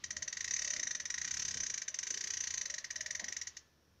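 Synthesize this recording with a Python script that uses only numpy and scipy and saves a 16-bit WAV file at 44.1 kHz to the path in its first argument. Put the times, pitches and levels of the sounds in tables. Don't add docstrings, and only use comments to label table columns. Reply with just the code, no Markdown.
import sys
import numpy as np
from scipy import signal
from scipy.fft import rfft, irfft
from scipy.io import wavfile
from scipy.ndimage import uniform_filter1d

SR = 44100
rng = np.random.default_rng(int(sys.argv[2]) if len(sys.argv) > 2 else 0)


def transcribe(u):
    v = np.clip(np.atleast_2d(u).T, -1, 1)
    q = np.round(v * 32767).astype(np.int16)
    wavfile.write(sys.argv[1], SR, q)


N = 176400

# frequency in Hz, relative level in dB.
AIR_SPECTRUM = [(30, -19), (75, 11), (130, -7.5), (400, 1), (800, -8.5), (1600, -8), (2200, -13),
                (4800, -14), (5600, -6.5), (7500, -26), (15500, -23)]
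# frequency in Hz, relative level in dB.
WIND_SPECTRUM = [(20, 0), (50, -31), (75, 11.5), (100, 1), (160, 0.5), (450, -13), (700, -61)]
# time in seconds, level in dB.
GUST_LEVEL = [(0, -67), (.17, -61.5), (.33, -67.5), (.68, -67), (1, -70), (1.38, -60.5), (1.6, -59),
              (1.85, -73), (2.62, -67.5), (2.85, -74), (3, -68.5), (3.6, -74.5)]
# frequency in Hz, relative level in dB.
GEAR_SPECTRUM = [(480, -14), (800, -9), (1050, -1.5), (1250, -3), (3600, -3.5), (6000, -6.5), (12000, -49)]
# frequency in Hz, relative level in dB.
ROLLER_SPECTRUM = [(90, -5), (150, 1), (330, 3.5), (520, 1), (3000, -83)]
# peak time in seconds, pitch in Hz, level in dB.
FRAME_GROANS = [(.19, 605, -65.5), (.73, 604, -63), (.8, 272, -66), (.96, 586, -69), (1.57, 627, -68.5),
                (1.91, 610, -72), (2.2, 390, -68.5), (2.731, 582, -66), (3.049, 615, -65.5)]
# start in seconds, pitch in Hz, width in Hz, seconds to fade
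# by 60 dB, level in dB.
KNOCK_BANDS = [(3.192, 644, 174, 0.53, -57.5), (3.192, 950, 300, 0.26, -58), (3.21, 229, 100, 0.18, -49.5)]
# start in seconds, relative level of the ping in dB.
TOOTH_CLICKS = [(0.038, -36), (0.1048, -32), (0.1646, -36.5), (0.2218, -34.5), (0.2764, -37),
                (0.326, -37.5), (0.369, -38.5), (0.406, -34.5), (0.4433, -30.5), (0.4771, -52),
                (0.508, -31), (0.5353, -31), (0.5626, -33), (0.5892, -35), (0.618, -29.5), (0.6456, -34),
                (0.675, -37), (0.7035, -32), (0.7329, -33), (0.762, -38), (0.7935, -36), (0.829, -32.5),
                (0.8685, -34.5), (0.908, -37), (0.9481, -33), (0.9989, -37.5), (1.0537, -35.5),
                (1.1003, -33), (1.14, -34.5), (1.1781, -32.5), (1.2138, -38), (1.2448, -35.5), (1.276, -38),
                (1.3084, -34), (1.3388, -33), (1.3674, -33), (1.394, -32), (1.4199, -33.5), (1.4498, -33.5),
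                (1.4795, -35.5), (1.5089, -34), (1.5396, -34.5), (1.5709, -33.5), (1.6013, -34),
                (1.6324, -34), (1.6617, -34.5), (1.698, -33.5), (1.738, -35.5), (1.7756, -36),
                (1.8171, -36), (1.8787, -36), (1.941, -34), (1.987, -32), (2.0285, -36.5), (2.068, -36.5),
                (2.1038, -30), (2.1398, -33.5), (2.1712, -36), (2.2072, -37), (2.2388, -36), (2.2706, -36),
                (2.3022, -30.5), (2.3359, -36), (2.3696, -35.5), (2.404, -35.5), (2.4363, -35), (2.47, -32),
                (2.504, -38), (2.5386, -34), (2.574, -33), (2.6111, -32.5), (2.6544, -37.5),
                (2.6983, -38.5), (2.739, -37), (2.7801, -39), (2.8421, -42), (2.9033, -35.5), (2.9577, -37),
                (3.0065, -35.5), (3.059, -36.5), (3.1051, -34.5), (3.149, -35.5), (3.1949, -39),
                (3.2403, -40), (3.282, -47), (3.3222, -38), (3.3639, -35), (3.4136, -44), (3.4695, -40.5),
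                (3.5665, -60)]
# delay in ms, relative level in dB.
PAWL_CONTACTS = [(.1, -5), (.8, -4.5), (1.9, -10.5), (3.3, -4.5), (4, -1.5), (5.7, -5.5), (7.2, -16.5)]
# pitch in Hz, relative level in dB.
PAWL_MODES = [(5630, -19), (6110, -7), (6185, -15), (6575, -14), (6960, -66.5), (7470, -41), (8090, -35)]
# pitch in Hz, relative level in dB.
HOUSING_MODES = [(1050, -70), (1610, -59.5), (1730, -57), (2340, -58), (3020, -60), (3700, -58.5),
                 (3920, -59.5), (4450, -71.5), (5270, -62.5), (5800, -44.5), (5930, -54)]
# pitch in Hz, relative level in dB.
WHEEL_MODES = [(1915, 1), (2030, -8)]
# time in seconds, relative level in dB.
WHEEL_LEVEL = [(0, -44.5), (.3, -46.5), (.38, -43), (.67, -45.5), (.85, -42), (1.03, -45.5), (1.15, -41.5),
               (1.42, -50.5), (2.4, -48.5), (3.13, -42.5), (3.45, -47.5), (3.57, -55)]
# frequency in Hz, relative level in dB.
SNAP_SPECTRUM = [(800, -17), (1400, -13), (2600, 2), (3250, -1.5), (5500, 12), (6300, 12.5), (6900, 7.5),
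                 (7700, -4), (8600, -52), (10000, -24.5), (12000, -33.5)]
# centre in Hz, width in Hz, relative level in dB.
GLINT_BANDS = [(14100, 370, 4.5), (15700, 240, -12), (14000, 230, -12), (11240, 180, 14)]
# time in seconds, relative level in dB.
GLINT_LEVEL = [(0, -82), (.28, -84), (.42, -75), (1, -81), (1.35, -75), (1.85, -78), (3.15, -70),
               (3.57, -74)]

TYPICAL_TEETH_PER_S, TYPICAL_PING_DB = 25, -34
SNAP_FOLLOW, HOUSING_FOLLOW = 0.05, 0.32
SCATTER_DB, SCATTER_RISE_S, SCATTER_T60_S, SCATTER_KEPT = 7, 0.0046, 0.031, 0.58
CLACK_DELAY_S, CLACK_RISE_S = 0.000775, 0.0024


def amp(db):
    return 10 ** (np.asarray(db) / 20)


def unit_rms(x):
    return x / np.sqrt(np.mean(x ** 2) + 1e-20)


def unit_energy(x):
    return x / (np.linalg.norm(x) + 1e-20)


def eq_curve(points, hz):
    f, db = np.transpose(points)
    return amp(np.interp(np.log(hz + 1), np.log(f), db))


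def fader(points, s):
    return amp(np.interp(s, *np.transpose(points)))


def peaks(bands, hz):
    return sum(amp(db) / (1 + (2 * (hz - f) / width) ** 2) for f, width, db in bands)


def add(mix, start_s, sound):
    part = mix[max(round(start_s * SR), 0):][:len(sound)]
    part += sound[:len(part)]


def minimum_phase(gain):
    log = np.log(np.maximum(gain, 1e-5))
    mirrored = np.r_[log, log[-2:0:-1]]
    return np.exp(np.conj(signal.hilbert(mirrored)))[:len(gain)]


def noise(gain):
    return unit_rms(irfft(rfft(rng.standard_normal(N)) * gain, N))


def flutter(hz, depth_db, smooth_s=0.026):
    wobble = noise(np.exp(-(hz * smooth_s) ** 2))
    return unit_rms(amp(depth_db * wobble))


def crank_speed(s):
    times = np.transpose(TOOTH_CLICKS)[0]
    return np.interp(s, times, 1 / np.gradient(times)) / TYPICAL_TEETH_PER_S


def air_and_wind(t, hz, air_db=-72.5):
    rolloff = 1 + (hz / WIND_SPECTRUM[-1][0]) ** 2
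    gusts = fader(GUST_LEVEL, t) * noise(eq_curve(WIND_SPECTRUM, hz) / rolloff)
    return gusts + amp(air_db) * noise(eq_curve(AIR_SPECTRUM, hz))


def slipway_reflections(dry, predelay_s=0.0065, near_t60_s=0.11, far_t60_s=0.37, far_top_hz=7100):
    t = np.arange(SR // 2) / SR
    near, far = rng.standard_normal((2, len(t))) * (t > predelay_s)
    far = signal.sosfilt(signal.butter(2, far_top_hz, fs=SR, output="sos"), far)
    near = amp(-10.5) * unit_energy(near * amp(-60 * t / near_t60_s))
    far = amp(-22) * unit_energy(far * amp(-60 * t / far_t60_s))
    return dry + signal.fftconvolve(dry, near + far)[:N]


def frame_groans(t, hz, swell_s=0.11, width_hz=100):
    groans = np.zeros(N)
    for peak_s, pitch, db in FRAME_GROANS:
        swell = np.exp(-((t - peak_s) / swell_s) ** 2)
        groans += amp(db) * swell * noise(peaks([(pitch, width_hz, 0)], hz))
    return groans * flutter(hz, depth_db=0.5)


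def gears_and_rollers(t, hz, stop_s=0.093, rise_db_per_s=0.3):
    since_last_tooth = np.maximum(t - TOOTH_CLICKS[-1][0], 0)
    speed = crank_speed(t) * np.exp(-since_last_tooth / stop_s)
    grind = amp(-62 + rise_db_per_s * t) * speed * noise(eq_curve(GEAR_SPECTRUM, hz))
    rumble = amp(-76) * speed ** 2.15 * noise(eq_curve(ROLLER_SPECTRUM, hz))
    return grind + rumble * flutter(hz, depth_db=6.5)


def load_knock(t, hz):
    out = np.zeros(N)
    for start_s, pitch, width, t60, db in KNOCK_BANDS:
        attack = 1 - np.exp(-(t * pitch / 2) ** 2)
        add(out, start_s, attack * amp(db - 60 * t / t60) * noise(peaks([(pitch, width, 0)], hz)))
    return out


def frame_ring(clicks, pitch_hz=1747, t60_s=0.96, send_db=-33.5):
    t = np.arange(SR) / SR
    tone = unit_energy(np.sin(2 * np.pi * pitch_hz * t) * amp(-60 * t / t60_s))
    return amp(send_db) * signal.fftconvolve(clicks, tone)[:N]


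def steel_ring(drive, hz, modes, width_hz, skirt_hz=626, detune=0.0043, spread_db=2.5):
    out = 0
    for pitch, db in modes:
        offset = 2j * (hz - pitch * (1 + detune * rng.standard_normal()))
        mode = irfft(drive / (1 + offset / width_hz) / (1 + offset / skirt_hz))
        out = out + amp(db + spread_db * rng.standard_normal()) * unit_energy(mode)
    return out


def steel_snap(drive, hz, start_s, accent_db, glint_spread_db=2):
    strength = amp(-41.5 + SNAP_FOLLOW * accent_db) * crank_speed(start_s) ** 0.36
    body = strength * unit_energy(eq_curve(SNAP_SPECTRUM, hz))
    bands = [(f, width, db + glint_spread_db * rng.standard_normal()) for f, width, db in GLINT_BANDS]
    glints = fader(GLINT_LEVEL, start_s) * unit_energy(peaks(bands, hz))
    colour = np.hypot(body, glints)
    snap = irfft(drive * minimum_phase(colour / colour.max()))
    return np.linalg.norm(colour) * unit_energy(snap)


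def pawl_chatter(hz, drift_ms=0.083, jitter_ms=0.013, spread_db=5.5):
    delay_ms, contact_db = np.transpose(PAWL_CONTACTS)
    drift, jitter, forces = rng.standard_normal((3, len(TOOTH_CLICKS), len(PAWL_CONTACTS)))
    drift = unit_rms(uniform_filter1d(drift, size=9, axis=0))
    delays_s = np.maximum(delay_ms + drift_ms * drift + jitter_ms * jitter, 0) / 1000
    for delay_s, force in zip(delays_s, forces):
        impulses = np.exp(-2j * np.pi * np.outer(delay_s, hz))
        yield unit_energy(amp(contact_db + spread_db * force)) @ impulses


def ratchet(click_samples=4096, energy_gain=560):
    t, hz = np.arange(click_samples) / SR, np.fft.rfftfreq(click_samples, 1 / SR)
    out = np.zeros(N)
    scatter_envelope = (1 - np.exp(-(t / SCATTER_RISE_S) ** 2)) * amp(-60 * t / SCATTER_T60_S)
    clack_attack = 1 - np.exp(-(t / CLACK_RISE_S) ** 2)
    grain = rng.standard_normal(len(t))
    for (start_s, ping_db), contacts in zip(TOOTH_CLICKS, pawl_chatter(hz)):
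        grain = np.sqrt(SCATTER_KEPT) * grain + np.sqrt(1 - SCATTER_KEPT) * rng.standard_normal(len(t))
        scatter = amp(SCATTER_DB) * rfft(unit_energy(grain * scatter_envelope))
        accent_db = ping_db - TYPICAL_PING_DB
        snap = steel_snap(contacts + scatter, hz, start_s, accent_db)
        ping = amp(ping_db) * steel_ring(contacts, hz, PAWL_MODES, width_hz=80)
        housing = amp(HOUSING_FOLLOW * accent_db) * steel_ring(contacts, hz, HOUSING_MODES, width_hz=71)
        clack = unit_energy(clack_attack * steel_ring(1, hz, WHEEL_MODES, width_hz=143))
        add(out, start_s, snap + ping + housing)
        add(out, start_s + CLACK_DELAY_S, fader(WHEEL_LEVEL, start_s) * clack)
    return np.sqrt(energy_gain) * out


def scene():
    t, hz = np.arange(N) / SR, np.fft.rfftfreq(N, 1 / SR)
    clicks = ratchet()
    foreground = slipway_reflections(clicks + load_knock(t, hz)) + frame_ring(clicks)
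    bed = gears_and_rollers(t, hz) + frame_groans(t, hz) + air_and_wind(t, hz)
    return (foreground + bed)[None]


def record(dry):
    lowpass = signal.firwin(511, 15600, window=("kaiser", 9), fs=SR)
    return signal.oaconvolve(dry, lowpass[None], "same")


dry = scene()
out = record(dry)
transcribe(out)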